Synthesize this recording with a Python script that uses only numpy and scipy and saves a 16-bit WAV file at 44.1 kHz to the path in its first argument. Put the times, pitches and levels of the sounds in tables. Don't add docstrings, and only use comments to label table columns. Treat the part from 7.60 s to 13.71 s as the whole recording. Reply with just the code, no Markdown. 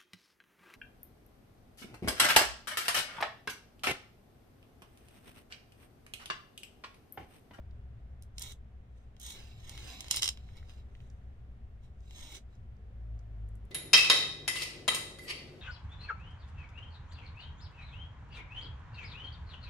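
import sys
import numpy as np
from scipy import signal
from scipy.fft import rfft, irfft, next_fast_len
from scipy.io import wavfile
from scipy.ndimage import uniform_filter1d

SR = 44100
rng = np.random.default_rng(int(sys.argv[2]) if len(sys.argv) > 2 else 0)


def bounce(signal):
    frames = np.transpose(np.atleast_2d(signal))
    limited = np.clip(frames, -1, 1)
    pcm = np.round(limited * 32767).astype(np.int16)
    wavfile.write(sys.argv[1], SR, pcm)


N = 269451
TIME = np.arange(N) / SR
FILTER_HZ, SCENE_HZ = np.fft.rfftfreq(4096, 1 / SR), np.fft.rfftfreq(N, 1 / SR)

# frequency_hz, width_hz, lift_db
WALL_MODES = [(760, 160, 4), (1060, 240, 6), (2130, 280, 9), (2790, 200, 4), (3230, 400, 4.5),
              (4000, 420, 8), (5020, 260, 9), (5400, 380, 12), (6450, 300, 6), (7330, 380, 12),
              (9150, 400, 7), (10700, 400, 4)]
# frequency_hz, level_db
BRITTLE_FORCE = [(80, -31.5), (250, -9.5), (1500, -11), (2300, -7), (3000, 4.5), (4550, -2), (5200, -3.5),
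                 (6100, -1.5), (7350, -5.5), (8100, -2.5), (13000, -12), (16000, -23)]


def gain_of(db):
    return 10 ** (np.asarray(db) / 20)


def unit_rms(x):
    return x / np.sqrt(np.mean(np.abs(x) ** 2) + 1e-20)


def spectrum_at(points, hz):
    f, value = np.transpose(points)
    return np.interp(np.log(hz + 1), np.log(f + 1), value)


def follow(rows):
    times, *columns = np.transpose(rows)
    return [np.interp(TIME, times, column) for column in columns]


def add(mix, start_s, sound):
    part = mix[round(start_s * SR):][:len(sound)]
    part += sound[:len(part)]


def wander(cutoff_hz):
    size = next_fast_len(N, True)
    f = np.fft.rfftfreq(size, 1 / SR)
    return unit_rms(irfft(rfft(rng.standard_normal(size)) / (1 + (f / cutoff_hz) ** 4), size)[:N])


def minimum_phase(db):
    log_gain = np.log(gain_of(np.concatenate([db, db[-2:0:-1]])))
    taps = np.fft.ifft(np.exp(np.conj(signal.hilbert(log_gain)))).real
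    return taps / np.linalg.norm(taps)


def traffic_rumble():
    colour = [(12, -8.5), (25, -4.5), (36, -22), (47, -6.5), (62, 3), (86, -10), (120, -7.5), (138, -21.5),
              (260, -52)]
    uneven_level = [(0.0, -45.5), (1.62, -52), (2.29, -46.5), (2.32, -54.5), (2.81, -47), (4.65, -48.5),
                    (4.69, -53.5), (5.12, -46), (5.15, -50)]
    spectrum = rfft(rng.standard_normal(N)) * gain_of(spectrum_at(colour, SCENE_HZ))
    rumble = unit_rms(irfft(spectrum / (1 + (SCENE_HZ / 300) ** 4), N))
    rumble /= np.sqrt(uniform_filter1d(rumble ** 2, size=8000))
    return rumble * gain_of(follow(uneven_level)[0])


def traffic_wash():
    colour = [(94, -25), (160, -0.5), (222, -2), (333, -15.5), (388, -7.5), (427, -12), (616, -14),
              (747, -12.5), (839, -19.5), (1810, -22.5), (2330, -26.5), (3400, -31), (4300, -37.5),
              (16000, -53)]
    likeness = [(60, 1), (240, 0.84), (950, 0), (3770, 0), (15000, 0.08)]
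    swell = [(0, 2), (1.2, 0), (3.3, 2.5), (4.5, -0.3), (6.11, 3)]
    left, independent = rfft(rng.standard_normal((2, N)))
    coherence = np.clip(spectrum_at(likeness, SCENE_HZ), 0, 1)
    right = coherence * left + np.sqrt(1 - coherence ** 2) * independent
    wash = unit_rms(irfft(np.array([left, right]) * gain_of(spectrum_at(colour, SCENE_HZ)), N))
    return wash * gain_of(-65 + follow(swell)[0] + 0.2 * wander(8))


def contact_burst(samples, length_s):
    t = np.arange(samples) / SR
    spectrum = rfft(rng.standard_normal(samples) * np.exp(-(t / length_s) ** 4))
    burst = irfft(spectrum / (np.abs(spectrum) + 1e-9)) * np.exp(-(t / (2 * length_s)) ** 4)
    return burst / np.linalg.norm(burst)


def leaf_ticks():
    touches = [(.109, -68, 3800), (2.888, -56, 1820), (3.027, -59, 1759), (3.351, -55, 2440),
               (3.403, -58, 2680), (3.5, -64, 5740), (4.4052, -70, 5430), (4.9524, -71, 6010),
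               (5.1668, -77, 5200), (5.591, -66, 5760), (5.8876, -68.5, 8700), (5.9534, -64.5, 8800),
               (6.052, -70, 9150)]
    out = np.zeros(N)
    for start_s, db, centre_hz in touches:
        octaves = np.log2((FILTER_HZ + 1) / centre_hz)
        hump_db = -36 * np.log10(1 + (octaves / .62) ** 2)
        response = minimum_phase(np.maximum(hump_db, -70))
        tick = signal.fftconvolve(contact_burst(512, length_s=0.0033), response)
        add(out, start_s, gain_of(db + 20) * tick)
    return out


def pot_response(force, modes, ring=1, tilt_db_per_octave=0):
    resonance_db = ring * sum(db / (1 + (2 * (FILTER_HZ - hz) / width) ** 2) for hz, width, db in modes)
    treble_db = tilt_db_per_octave * np.log2(np.maximum(FILTER_HZ, 1500))
    return minimum_phase(spectrum_at(force, FILTER_HZ) + resonance_db + treble_db)


def grain_snaps():
    breaks = [(0.6237, -47, 8.5), (0.634, -56, 5.5), (0.782, -31, 1.5), (0.795, -35, 14), (.8135, -64, 3),
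              (0.8194, -32, 5.5), (0.8229, -29, 8), (0.826, -40, 21.5), (0.9213, -43, 3.5),
              (1.5658, -55, -5), (1.5991, -43.5, 11), (1.6151, -41, 7), (1.6316, -41, 16), (1.6645, -38, 8),
              (1.706, -38, 2.5), (2.0948, -34.5, 2.5), (2.177, -37, -3), (2.4064, -29.5, 3),
              (2.444, -37.5, -6), (2.4830, -36.5, -1.5), (2.5110, -11.5, 3), (2.524, -35.5, 3.5),
              (2.5437, -25.5, -4), (2.5623, -20, 10), (2.57, -20.5, 1), (2.5805, -36, 6),
              (2.622, -18.5, 2.5), (2.6304, -15, 1), (2.642, -21, 3), (2.6578, -22.5, -0.5),
              (2.6777, -18.5, 0.5), (2.689, -18.5, 0), (2.7734, -44, -7.5), (2.9692, -50, -4),
              (3.0948, -47, -6), (4.509, -46, -4.5)]
    ringing = [(-35, .55), (-23, 1.4)]
    out = np.zeros(N)
    for start_s, db, tilt in breaks:
        ring = np.interp(db, *np.transpose(ringing))
        wall = pot_response(BRITTLE_FORCE, WALL_MODES, ring, tilt)
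        snap = signal.fftconvolve(contact_burst(256, length_s=.0011), wall)
        add(out, start_s, gain_of(db + 14.5) * snap)
    return out


def envelope(onset_s, attack_s, hold_s, release_s):
    ramps = np.maximum(onset_s - TIME, 0) / attack_s + np.maximum(TIME - onset_s - hold_s, 0) / release_s
    return gain_of(-30 * np.minimum(ramps, 6))


def friction():
    # onset_s, attack_s, hold_s, release_s, level_db, swell_db, start_sharpness, end_sharpness
    pushes = [(0.813, 0.051, 0.11, 0.028, -47.5, -5, 0.82, 0.79),
              (1.602, .01, .11, 0.094, -54, 8.5, 0.94, 0.94),
              (1.722, .15, 0.055, 0.44, -54.5, 0.5, 0.85, 0.04),
              (2.092, .22, 0.32, 0.68, -53.5, -0.5, 0.26, 0.08),
              (2.722, .05, 0.477, 0.087, -73.5, 3.5, 0, 0.15),
              (4.569, 0.18, 0.21, 0.028, -54.5, 2.5, 0.58, 0.46)]
    jerks = [(1.38, -78.5, .6, 0.25), (2.305, -48.5, 0.13, 0.28), (2.974, -58, 0.06, 0.063),
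             (3.103, -61.5, 0.1, 0.11), (3.41, -77.5, 1, 0.47), (4.243, -70, 0.4, 0.08),
             (4.751, -44.5, 0.84, 0.04), (4.93, -76, .3, .14)]
    strokes = []
    for onset_s, attack_s, hold_s, release_s, db, swell_db, sharp_start, sharp_end in pushes:
        progress = np.clip((TIME - onset_s) / hold_s, 0, 1)
        force = gain_of(db + swell_db * progress) * envelope(onset_s, attack_s, hold_s, release_s)
        strokes.append((force, sharp_start + (sharp_end - sharp_start) * progress))
    for peak_s, db, sharp, fade_s in jerks:
        strokes.append((gain_of(db) * envelope(peak_s, 0.66 * fade_s, 0, fade_s), sharp))
    drag_power = sum(force ** 2 * (1 - sharp) for force, sharp in strokes)
    bite_power = sum(force ** 2 * sharp for force, sharp in strokes)
    return np.sqrt(drag_power), np.sqrt(bite_power)


def slips(per_s, spread_db):
    size = gain_of(spread_db * np.minimum(rng.exponential(1, N), 4))
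    return unit_rms(size * rng.choice([-1, 1], N) * (rng.random(N) < per_s / SR))


def base_scrape():
    dull_force = [(80, -20.5), (240, 4), (700, -0.5), (1500, -7.5), (2200, -2), (3300, 0.5), (4200, -3),
                  (5400, -9.5), (7300, -11.5), (9500, -21), (13000, -15.5), (16000, -24.5)]
    sharp_force = [(80, -38), (1500, -10.5), (2500, -11.5), (3300, 3), (4700, -8.5), (6500, 3.5),
                   (8000, -3), (10000, -7), (13000, -6.5), (16000, -15.5)]
    rim_modes = [(3750, 1200, 8.5), (6000, 150, 3.5), (6160, 400, 0.5), (7000, 360, 4), (7965, 260, 6),
                 (8360, 740, 5.5), (9100, 400, 4.5), (12100, 280, 11.5)]
    fine_grit = [(.85, 0.4), (1.65, 0.4), (4.6, 0.2)]
    drag_force, bite_force = friction()
    judder = gain_of(1.3 * wander(60.5))
    drag_slips = judder * drag_force * slips(per_s=9000, spread_db=4)
    bite_slips = judder * bite_force * slips(per_s=2400, spread_db=2)
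    drag = signal.oaconvolve(drag_slips, pot_response(dull_force, WALL_MODES, ring=0.79))[:N]
    bite = signal.oaconvolve(bite_slips, pot_response(sharp_force, rim_modes))[:N]
    coarse = signal.sosfiltfilt(signal.butter(4, 8800, fs=SR, output="sos"), bite)
    hiss = np.sqrt(follow(fine_grit)[0]) * (bite - coarse)
    return drag + coarse + hiss


def grit_crush():
    crushes = [(2.507, 0.088, -39), (2.62, 0.045, -37.5), (2.684, .017, -48)]
    pressure = sum(gain_of(db) * envelope(onset_s, attack_s=.01, hold_s=hold_s, release_s=.018)
                   for onset_s, hold_s, db in crushes)
    wall = pot_response(BRITTLE_FORCE, WALL_MODES, ring=0.93)
    return signal.oaconvolve(pressure * slips(per_s=4000, spread_db=1.5), wall)[:N]


def far_engine():
    firing = [(5.1, 48.68, -69.5), (5.25, 45.34, -50), (5.34, 55.8, -45), (5.55, 56.72, -41.5),
              (5.62, 53.8, -47), (5.82, 52.37, -40), (5.95, 52.84, -44), (6.11, 50.83, -50)]
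    orders = [(1, 2), (2, -5.5), (3, -26.5)]
    whine_path = [(5.1, 400, -100), (5.22, 430, -73.5), (5.38, 599, -76), (5.75, 716, -73.5),
                  (6.11, 668, -97)]
    firing_hz, level_db = follow(firing)
    cycles = np.cumsum(firing_hz * (1 + 0.0049 * wander(8))) / SR
    drone = sum(gain_of(db + 0.68 * wander(5.6)) * np.sin(2 * np.pi * (order * cycles + rng.random()))
                for order, db in orders)
    whine_hz, whine_db = follow(whine_path)
    carrier = np.exp(2j * np.pi * np.cumsum(whine_hz) / SR)
    whine = unit_rms(((wander(60) + 1j * wander(51)) * carrier).real)
    return gain_of(level_db) * drone + gain_of(whine_db) * whine


def reflections(t60_s, delay_s):
    t = np.arange(6000) / SR
    arrivals = rng.choice([-1, 1], len(t)) * (rng.random(len(t)) < 5000 / SR)
    taps = arrivals * (t > delay_s) * gain_of(-60 * t / t60_s)
    return taps / np.linalg.norm(taps)


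def greenhouse(source, direct_db, near_db, tail_db):
    phase_difference = [(1200, -.2), (2100, .9), (3100, 2.6), (4300, 3.6), (4900, 6.0), (5450, 6.9),
                        (7300, 4.1), (9500, 4.8), (11400, 6.1), (13200, 8.5)]
    level_difference = [(300, -2.5), (2000, -2), (4300, -3), (5100, -4), (6000, -2.5), (9000, -2.5),
                        (16000, -0.5)]
    lead = np.exp(.5j * spectrum_at(phase_difference, FILTER_HZ))
    left_response = lead * gain_of(spectrum_at(level_difference, FILTER_HZ) / 2)
    renewal_hz = 4.7
    shares = np.sqrt(2 / 3) * np.cos(np.pi * (renewal_hz * TIME + np.arange(3)[:, None] / 3))
    channels = []
    for response in (left_response, 1 / left_response):
        direct = signal.oaconvolve(source, np.fft.fftshift(irfft(response)), "same")
        heard = gain_of(direct_db) * direct
        for share in shares:
            near = gain_of(near_db) * reflections(t60_s=.014, delay_s=.0003)
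            tail = gain_of(tail_db) * reflections(t60_s=.125, delay_s=.003)
            heard += signal.oaconvolve(share * direct, near + tail)[:N]
        channels.append(heard)
    return np.array(channels)


def scene():
    rubbing = greenhouse(base_scrape() + grit_crush(), direct_db=-5, near_db=-1.5, tail_db=-10)
    clicks = greenhouse(grain_snaps() + leaf_ticks(), direct_db=-2.5, near_db=-4.5, tail_db=-10)
    rumble, wash = traffic_rumble(), traffic_wash()
    sides = np.array([[1], [-1]])
    mismatch = gain_of(0.57 * sides) * np.exp(.13j * sides)
    bass = (signal.hilbert(rumble + far_engine()) * mismatch).real
    return rubbing + clicks + bass + wash


def record(dry):
    lowpass = signal.firwin(511, 15950, window=("kaiser", 9), fs=SR)
    return signal.oaconvolve(dry, lowpass[None], "same")


dry = scene()
out = record(dry)
bounce(out)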